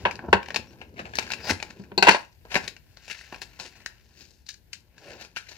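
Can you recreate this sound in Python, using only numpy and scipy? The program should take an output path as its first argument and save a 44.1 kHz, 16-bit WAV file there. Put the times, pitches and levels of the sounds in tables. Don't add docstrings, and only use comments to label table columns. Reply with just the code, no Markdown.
import sys
import numpy as np
from scipy import signal
from scipy.fft import rfft, irfft, next_fast_len
from scipy.io import wavfile
from scipy.ndimage import uniform_filter1d, map_coordinates

SR = 44100
rng = np.random.default_rng(int(sys.argv[2]) if len(sys.argv) > 2 else 0)


def put_to_file(sound):
    columns = np.atleast_2d(sound).T
    safe = np.clip(columns, -1, 1)
    whole_steps = np.round(safe * 32767)
    wavfile.write(sys.argv[1], SR, whole_steps.astype(np.int16))


N = 245637
SIZE = next_fast_len(N + SR)
HZ, TIME = np.arange(SIZE // 2 + 1) * SR / SIZE, np.arange(N) / SR

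# (time [s], rub level [dB], crackle level [dB])
FRICTION = [(0.0, -43.5, -50), (0.2, -50, -64.5), (0.68, -53.5, -62.5), (0.93, -53, -69),
            (1.041, -45, -65.5), (1.2, -51, -47), (1.5, -49.5, -50.5), (1.72, -53.5, -57),
            (2.0, -55.5, -72), (2.13, -53, -42), (2.28, -69, -64), (2.46, -77.5, -78.5), (2.642, -48, -43),
            (2.8, -74, -74.5), (3.149, -68.5, -45), (3.45, -65, -61), (3.818, -65.5, -55.5),
            (3.971, -74, -64), (4.59, -74, -80.5), (4.92, -67, -71.5), (5.099, -57, -47.5),
            (5.32, -73, -71), (5.499, -72, -51.5)]
# (time [s], level [dB], body [dB], treble [dB], t60 [s], panel pitch [Hz])
BUCKLES = [(0.111, -27, -6, -6, 0.056, 2370), (0.156, -37, -21, 0.5, 0.023, 4800),
           (0.192, -37.5, 7.5, -24, 0.06, 1530), (0.43, -35, -30, -8, 0.045, 2320),
           (0.4605, -34.5, -23, -14, 0.082, 4800), (0.4857, -37.5, 4.5, -3.5, 0.03, 2220),
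           (0.5056, -30, -3, -10.5, 0.061, 2430), (0.545, -27, -1, -1.5, 0.054, 4300),
           (0.561, -21, -7, -2, 0.022, 2530), (0.5663, -24, -3, -1, 0.026, 4500),
           (0.815, -34.5, -4.5, -18, 0.084, 2700), (1.0543, -41, 1, -11, 0.22, 2560),
           (1.137, -34, -5, -15, 0.042, 1660), (1.155, -32, -22, 6, 0.041, 1750),
           (1.1703, -38, -9, 5.5, 0.023, 4560), (1.1872, -15, -8, -6, 0.034, 2710),
           (1.227, -33.5, -6, -3, 0.1, 2360), (1.277, -42, -7.5, -7, 0.1, 1620),
           (1.3039, -32.5, -15, -5, 0.064, 1520), (1.313, -32, -20, -8, 0.027, 2600),
           (1.3189, -25, -12, -1.5, 0.041, 4840), (1.3357, -26, -7.5, -3, 0.04, 2680),
           (1.496, -22, -14.5, -1.5, 0.066, 1490), (1.5106, -18, -2.5, -2, 0.023, 2000),
           (1.601, -36, -3, -8, 0.07, 2470), (1.6272, -29.5, 0, 1, 0.026, 2350),
           (2.4525, -50.5, 10.5, -6.5, 0.085, 3940), (2.544, -21, -6.5, -5.5, 0.094, 2970),
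           (2.5553, -16.5, -4.5, -9.5, 0.039, 2080), (2.5614, -19, -2, -11, 0.062, 1610),
           (2.6785, -26.5, -8.5, -0.5, 0.042, 3900), (2.766, -44, -8.5, -3, 0.047, 2880),
           (2.9718, -46, -5.5, -1.5, 0.055, 4280), (3.08, -40.5, -7, 0.5, 0.051, 2700),
           (3.1003, -31, -2, -5.5, 0.0078, 2820), (3.112, -33, -16, -1, 0.024, 2780),
           (3.191, -45, -22, -8, .03, 2650), (3.212, -41, -28, -16, 0.018, 2000),
           (3.326, -40, 6.5, -7, 0.095, 1470), (3.3447, -34, -27, -10.5, 0.063, 2730),
           (3.418, -33, -8, 0.5, 0.092, 4230), (3.5991, -34.5, -3, 1.5, 0.18, 4420),
           (3.803, -50, -9.5, -7.5, .02, 2000), (3.8618, -27.5, -29.5, 1.5, 0.031, 1900),
           (4.209, -49, -25, 4, .03, 4600), (4.4656, -58.5, -10, 14.5, 0.089, 4186),
           (4.4901, -37, -30, 5, 0.093, 6700), (4.542, -53, -25.5, 6, 0.059, 5340),
           (4.7317, -37, -35.5, 2.5, 0.095, 6490), (4.981, -51.5, -12, 2, 0.08, 1620),
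           (5.249, -44.5, -1, 3, 0.038, 2450), (5.3628, -31.5, -33.5, -3.5, 0.04, 2810),
           (5.3686, -29, -23, -6.5, 0.15, 1476), (5.491, -45, -5, 5, 0.065, 4140)]
# (time [s], level [dB], thud [dB], body [dB], treble [dB], t60 [s])
FILM_SCUFFS = [(0.248, -58.5, 19.5, 23, -24, 0.15), (0.2872, -59.5, 26, 22.5, -15, 0.027),
               (0.595, -54, 22.5, 7, -5, 0.026), (0.993, -34, -7.5, -2, -11, 0.096),
               (1.476, -30.5, -17, 0, -1.5, 0.16), (1.506, -21, 3.5, -2.5, -3, 0.036),
               (1.706, -36, -11, -8, -6.5, 0.024), (2.5223, -31, -18, -6, -5, 0.092),
               (3.111, -32, -21.5, -21, -5.5, 0.077), (3.656, -42.5, -6.5, -9, -0.5, 0.082),
               (4.209, -57, -3.5, -10.5, 6, 0.4), (5.106, -52, -4, -4.5, -11, 0.53),
               (5.216, -42.5, -16, -6, -1, 0.11), (5.516, -49.5, -10, 0, 3, 0.059)]
# (time [s], level [dB], thud [dB], body [dB], treble [dB], desk [dB], steel [dB], t60 [s])
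IMPACTS = [(0.0522, -17, -11.5, 3.5, -21, 1, -9.5, 0.081), (0.3285, -5, -11.5, -0.5, -17, 1, -8.5, 0.046),
           (1.797, -56.5, 24.5, 5, -1, -3, -12, 0.053), (1.918, -42, 5, 4, -22, -1, -5.5, 0.023),
           (1.9781, -19, -10, -2, 1.5, -2, 10.5, 0.0086), (1.984, -30.5, -4, 2.5, -0.5, 4, 16, 0.038),
           (2.0252, -6, -23.5, -10, -8, 0.5, 4, 0.046), (2.0477, -22.5, -23.5, 0, -13.5, -9.5, 1.5, 0.093),
           (2.07, -14, -18, 3.5, -10.5, -5, 0, 0.14), (2.084, 2.5, -21, -7.5, -24, -0.5, -0.5, 0.021),
           (2.0905, -4, -21.5, -5, -12, -3.5, -2.5, 0.031), (2.109, -23.5, -13.5, -4, -0.5, 0, -2.5, 0.11),
           (2.1464, -20, -23.5, 2, -18.5, -4, -1, 0.05)]
# (time [s], level [dB], pitch [Hz], half width [Hz], half length [s])
SLIDES = [(0.694, -56, 5640, 150, 0.02), (1.471, -38.5, 4940, 350, 0.043), (5.105, -45, 580, 201, 0.078)]
# (time [s], level [dB])
BOUNCES = [(0.035, -34), (.29, -28), (0.336, -28.5), (1.514, -25), (2.03, -42)]
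# (time [s], left minus right [dB])
HAND_BALANCE = [(0, 2), (4.3, 2), (5.57, 3)]
# (frequency [Hz], level [dB], t60 [s])
DESK_MODES = [(201, 2.5, 0.12), (374, -2.5, 0.068), (404, -1, 0.082), (580, -6.5, 0.096),
              (672.5, -3, 0.058), (736, -2, 0.024), (950, 2, 0.071), (1520, -2, 0.061),
              (2020, -10.5, 0.081), (2700, -6, 0.09)]
BLADE_MODES = [(401, 3, 0.047), (788, -1, 0.045), (2530, -1, 0.03), (4147, -0.5, 0.027), (4385, -2, 0.03),
               (4590, -3, 0.023), (7500, -9, 0.018), (14500, -22.5, .012)]
# (frequency [Hz], width [Hz], gain [dB])
POUCH_EQ = [(1620, 330, 3), (2650, 300, 4), (3430, 700, -4.5), (4500, 700, 2.5), (6830, 500, 2),
            (12500, 7500, 2)]
HANDLE_EQ = [(970, 240, 4), (1550, 590, 4), (2750, 430, 5), (3500, 310, -4), (4430, 160, 9.5)]
LEFT_EQ = [(1252, 670, -19.5), (564, 590, -5.5), (1948, 180, -5), (3210, 530, -3), (11440, 19000, -8)]
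RIGHT_EQ = [(1190, 240, -14), (2360, 810, -10.5), (3130, 560, -16.5), (6600, 6200, -8), (10600, 2200, 6)]
ROOM_NULLS = [(146, 47, -6), (274, 48, -6.5)]
# (frequency [Hz], relative density [dB])
ROOM_SPECTRUM = [(22, -25), (48, 8.5), (76, 7.5), (659, -22), (988, -24), (1160, -37.5), (1560, -23),
                 (4740, -28.5), (9070, -35.5), (14800, -25.5), (16000, -48.5)]
BANDS = [45, 85, 260, 850, 2100, 5000, 9500, 15000, 21000]
DECAY_RATIOS = [3.4, 1.6, 1.33, 1.034, 1.63, 2.2, 0.48]
AIR_OFFSETS = [-15.5, -15]

LN_1000 = np.log(1000)
RUMBLE_DB, SNAP_THUD_DB = -13, -10
CUTTER_PAN_DB, CUTTER_LAG_MS = 2, 0.27
RIGHT_DB, RIGHT_LAG_MS, SHADOW_HZ, SHADOW_DB = -2, 0.06, 2000, -7


def crinkle():
    times, *levels = np.transpose(FRICTION)
    rub, crackle = (np.interp(TIME, times, db) for db in levels)
    gains = undb(band_db(rub - 2.5, rub, (rub + crackle) / 2 - 3, crackle, crackle - 1.5))
    impulses = np.abs(grains(per_second=560, spread_db=1.8))
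    slips = unit_rms(np.convolve(impulses, np.exp(-np.arange(500) / 82))[:N])
    flicker = undb(2 * np.array([walk(60) for _ in gains]))
    roughness = 0.5 * np.clip(np.arange(7)[:, None] / 3, 0, 1)
    return mix_bands(gains * flicker * (roughness * slips + 1 - roughness) * rng.standard_normal(N))


def snaps():
    times, db, body, treble, t60, _ = np.transpose(BUCKLES)
    spectrum = (body + SNAP_THUD_DB, body, treble)
    cracks = np.column_stack([times, db, *spectrum, 0.3 * t60])
    rattles = np.column_stack([times, db - 7, *spectrum, t60])
    return (bursts(cracks, rise_ms=0.71, lumps_db=2.5, click=2.2)
            + bursts(rattles, rise_ms=25 * t60, lumps_db=4, click=0))


def panel_pops(boost_db=11.5, t60_cycles=24):
    out, t = np.zeros(N + SR), np.arange(SR // 20) / SR
    for time, db, _, treble, _, hz in BUCKLES:
        gain = undb(db + boost_db + np.interp(np.log(hz), np.log(BANDS[4:6]), [0, treble]))
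        fade = np.exp(-LN_1000 * t * hz / t60_cycles)
        start = int(time * SR)
        out[start:start + len(t)] += gain * fade * np.sin(2 * np.pi * hz * t)
    return out[:N]


def scuffs():
    t60 = np.array(FILM_SCUFFS)[:, -1]
    return bursts(FILM_SCUFFS, rise_ms=114 * t60, lumps_db=3.5, click=0)


def swishes():
    out = 0
    for time, db, hz, half_width, half_s in SLIDES:
        resonance = 1 / (1 + ((HZ - hz) / half_width) ** 2)
        noise = filtered(rng.standard_normal(N), unit_rms(resonance))
        out = out + undb(db) * noise * np.exp(-((TIME - time) / half_s) ** 2)
    return out


def cutter():
    rows = np.array(IMPACTS)
    desk = ring(DESK_MODES, coupling_db=rows[:, 5])
    blades = ring(BLADE_MODES, coupling_db=rows[:, 6])
    cracks = bursts(rows[:, [0, 1, 2, 3, 4, 7]], rise_ms=0.25, lumps_db=2, click=0.83)
    radiation = 1 / (1 + (160 / (HZ + 1)) ** 6)
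    return 0.73 * filtered(cracks, response(HANDLE_EQ)) + filtered(desk, radiation) + blades


def ring(modes, coupling_db, rise_s=0.00075):
    out, t = np.zeros(N + SR), np.arange(SR // 4) / SR
    hz, mode_db, t60 = np.transpose(modes)[:, :, None]
    for (time, db, thud, body, treble, *_), coupling in zip(IMPACTS, coupling_db):
        scatter, detune = rng.standard_normal((2, len(modes), 1))
        blow_db = db + np.interp(np.log(hz), np.log(BANDS[2:6]), [thud, body, 0, treble])
        gains = undb(blow_db + coupling + mode_db + 2 * scatter)
        pitch = hz * (1 + 0.008 * detune)
        tones = gains * np.sin(2 * np.pi * pitch * t) * np.exp(-LN_1000 * t / t60)
        start = int(time * SR)
        out[start:start + len(t)] += tones.sum(axis=0) * (1 - np.exp(-t / rise_s))
    return out[:N]


def desk_thumps(hz=91, rise_s=0.0012, t60=0.17):
    times, db = np.transpose(BOUNCES)
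    age = np.maximum(TIME - times[:, None], 0)
    envelope = (1 - np.exp(-age / rise_s)) * np.exp(-LN_1000 * age / t60)
    return undb(db) @ (envelope * np.sin(2 * np.pi * hz * age))


def bursts(rows, rise_ms, lumps_db, click):
    envelopes, clicks, lead = np.zeros((7, N + SR)), np.zeros((7, N)), SR // 5
    t = np.arange(-lead, SR // 2) / SR
    for (time, db, thud, body, treble, t60), ms in zip(rows, np.broadcast_to(rise_ms, len(rows))):
        rise = np.exp(np.minimum(t, 0) * 1e3 / ms)
        fade = np.exp(-LN_1000 * np.maximum(t, 0) / (t60 * np.array(DECAY_RATIOS)[:, None]))
        gains = undb(db + band_db(thud + RUMBLE_DB, thud, body, 0, treble))
        start = int(time * SR)
        envelopes[:, start:start + len(t)] += gains[:, None] * rise * fade
        clicks[:, start] += click * gains * min(0.012 / t60, 1)
    lumps = undb(lumps_db * walk(500))
    return mix_bands(clicks + envelopes[:, lead:lead + N] * lumps * rng.standard_normal(N))


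def grains(per_second, spread_db):
    impulses = rng.standard_normal(N) * (rng.random(N) < per_second / SR)
    return unit_rms(impulses * undb(spread_db * rng.exponential(size=N)))


def band_db(rumble, thud, body, crackle, treble):
    return np.array([rumble, thud, body, crackle, treble, *(treble + db for db in AIR_OFFSETS)])


def mix_bands(drives):
    out, position = 0, np.interp(np.log(HZ + 1), np.log(BANDS), np.arange(9))
    for k, drive in enumerate(drives):
        window = np.cos(np.pi / 2 * np.clip(position - k - 1, -1, 1)) ** 2
        out = out + filtered(drive, unit_rms(window))
    return out


def response(sections, echo_wins=False):
    gain = 1
    for k, (hz, width, db) in enumerate(sections):
        detuning, damping = 1 - (HZ / hz) ** 2, 1j * HZ * width / hz ** 2
        sign = -1 if echo_wins and k == 0 else 1
        gain = gain * (detuning + sign * damping * undb(db)) / (detuning + damping)
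    return gain


def filtered(x, gain):
    return irfft(rfft(x, SIZE) * gain, SIZE)[..., :N]


def delay(ms):
    return np.exp(-2j * np.pi * HZ * ms * 1e-3)


def walk(rate_hz):
    hold = int(SR / rate_hz)
    steps = np.repeat(rng.standard_normal(N // hold + 1), hold)
    return 1.284 * uniform_filter1d(uniform_filter1d(steps, hold), hold)[:N]


def undb(db):
    return 10 ** (np.asarray(db) / 20)


def unit_rms(x):
    return x / np.sqrt(np.mean(np.abs(x) ** 2))


def reverberation(x, t60=0.25, crossover_hz=5230):
    t = np.arange(SR // 2) / SR
    noise = rng.standard_normal(len(t)) * np.clip((t - 0.003) / 0.0029, 0, 1)
    slow, fast = (rfft(noise * np.exp(-LN_1000 * t / decay), SIZE) for decay in (t60, 0.75 * t60))
    lowpass = 1 / (1 + 1j * HZ / crossover_hz) ** 2
    return filtered(x, undb(-12) * unit_rms(slow * lowpass + fast * (1 - lowpass)))


def room_noise():
    hz, db = np.transpose(ROOM_SPECTRUM)
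    gain = undb(np.interp(np.log(HZ + 1), np.log(hz), db))
    mid = filtered(rng.standard_normal(N), gain)
    side = filtered(rng.standard_normal(N), gain * np.clip(HZ / 500, 0.55, 1))
    ports = np.array([mid + side, mid - side]) * undb(1.5 * walk(7.5))
    return unit_rms(ports) * undb([[-56], [-61]])


def scene():
    film = filtered(crinkle() + snaps() + scuffs() + panel_pops() + swishes(), response(POUCH_EQ))
    knocks = cutter()
    direct = film + knocks
    shared_tail = reverberation(direct)
    pan = undb(np.interp(TIME, *np.transpose(HAND_BALANCE)) / 2)
    left_knocks = filtered(knocks, undb(CUTTER_PAN_DB) * delay(CUTTER_LAG_MS))
    left = film * pan + left_knocks + 1.06 * shared_tail + 0.7 * reverberation(direct)
    wander_ms = 0.13 * walk(4)
    right_film = map_coordinates(film, [np.arange(N) + wander_ms * SR / 1000], order=3)
    right = right_film / pan + knocks + 0.24 * shared_tail + reverberation(direct)
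    shadow = undb(RIGHT_DB + SHADOW_DB / (1 + (SHADOW_HZ / (HZ + 1)) ** 6)) * delay(RIGHT_LAG_MS)
    left = filtered(left, response(LEFT_EQ + ROOM_NULLS))
    right = filtered(right, response(RIGHT_EQ + ROOM_NULLS, echo_wins=True) * shadow)
    return np.array([left, right]) + room_noise() + desk_thumps()


def record(dry):
    highpass = signal.butter(3, 40, "high", fs=SR, output="sos")
    lowpass = signal.ellip(10, 0.2, 60, 15900, fs=SR, output="sos")
    return signal.sosfilt(lowpass, signal.sosfilt(highpass, np.clip(dry, -0.9, 0.9)))


dry = scene()
out = record(dry)
put_to_file(out)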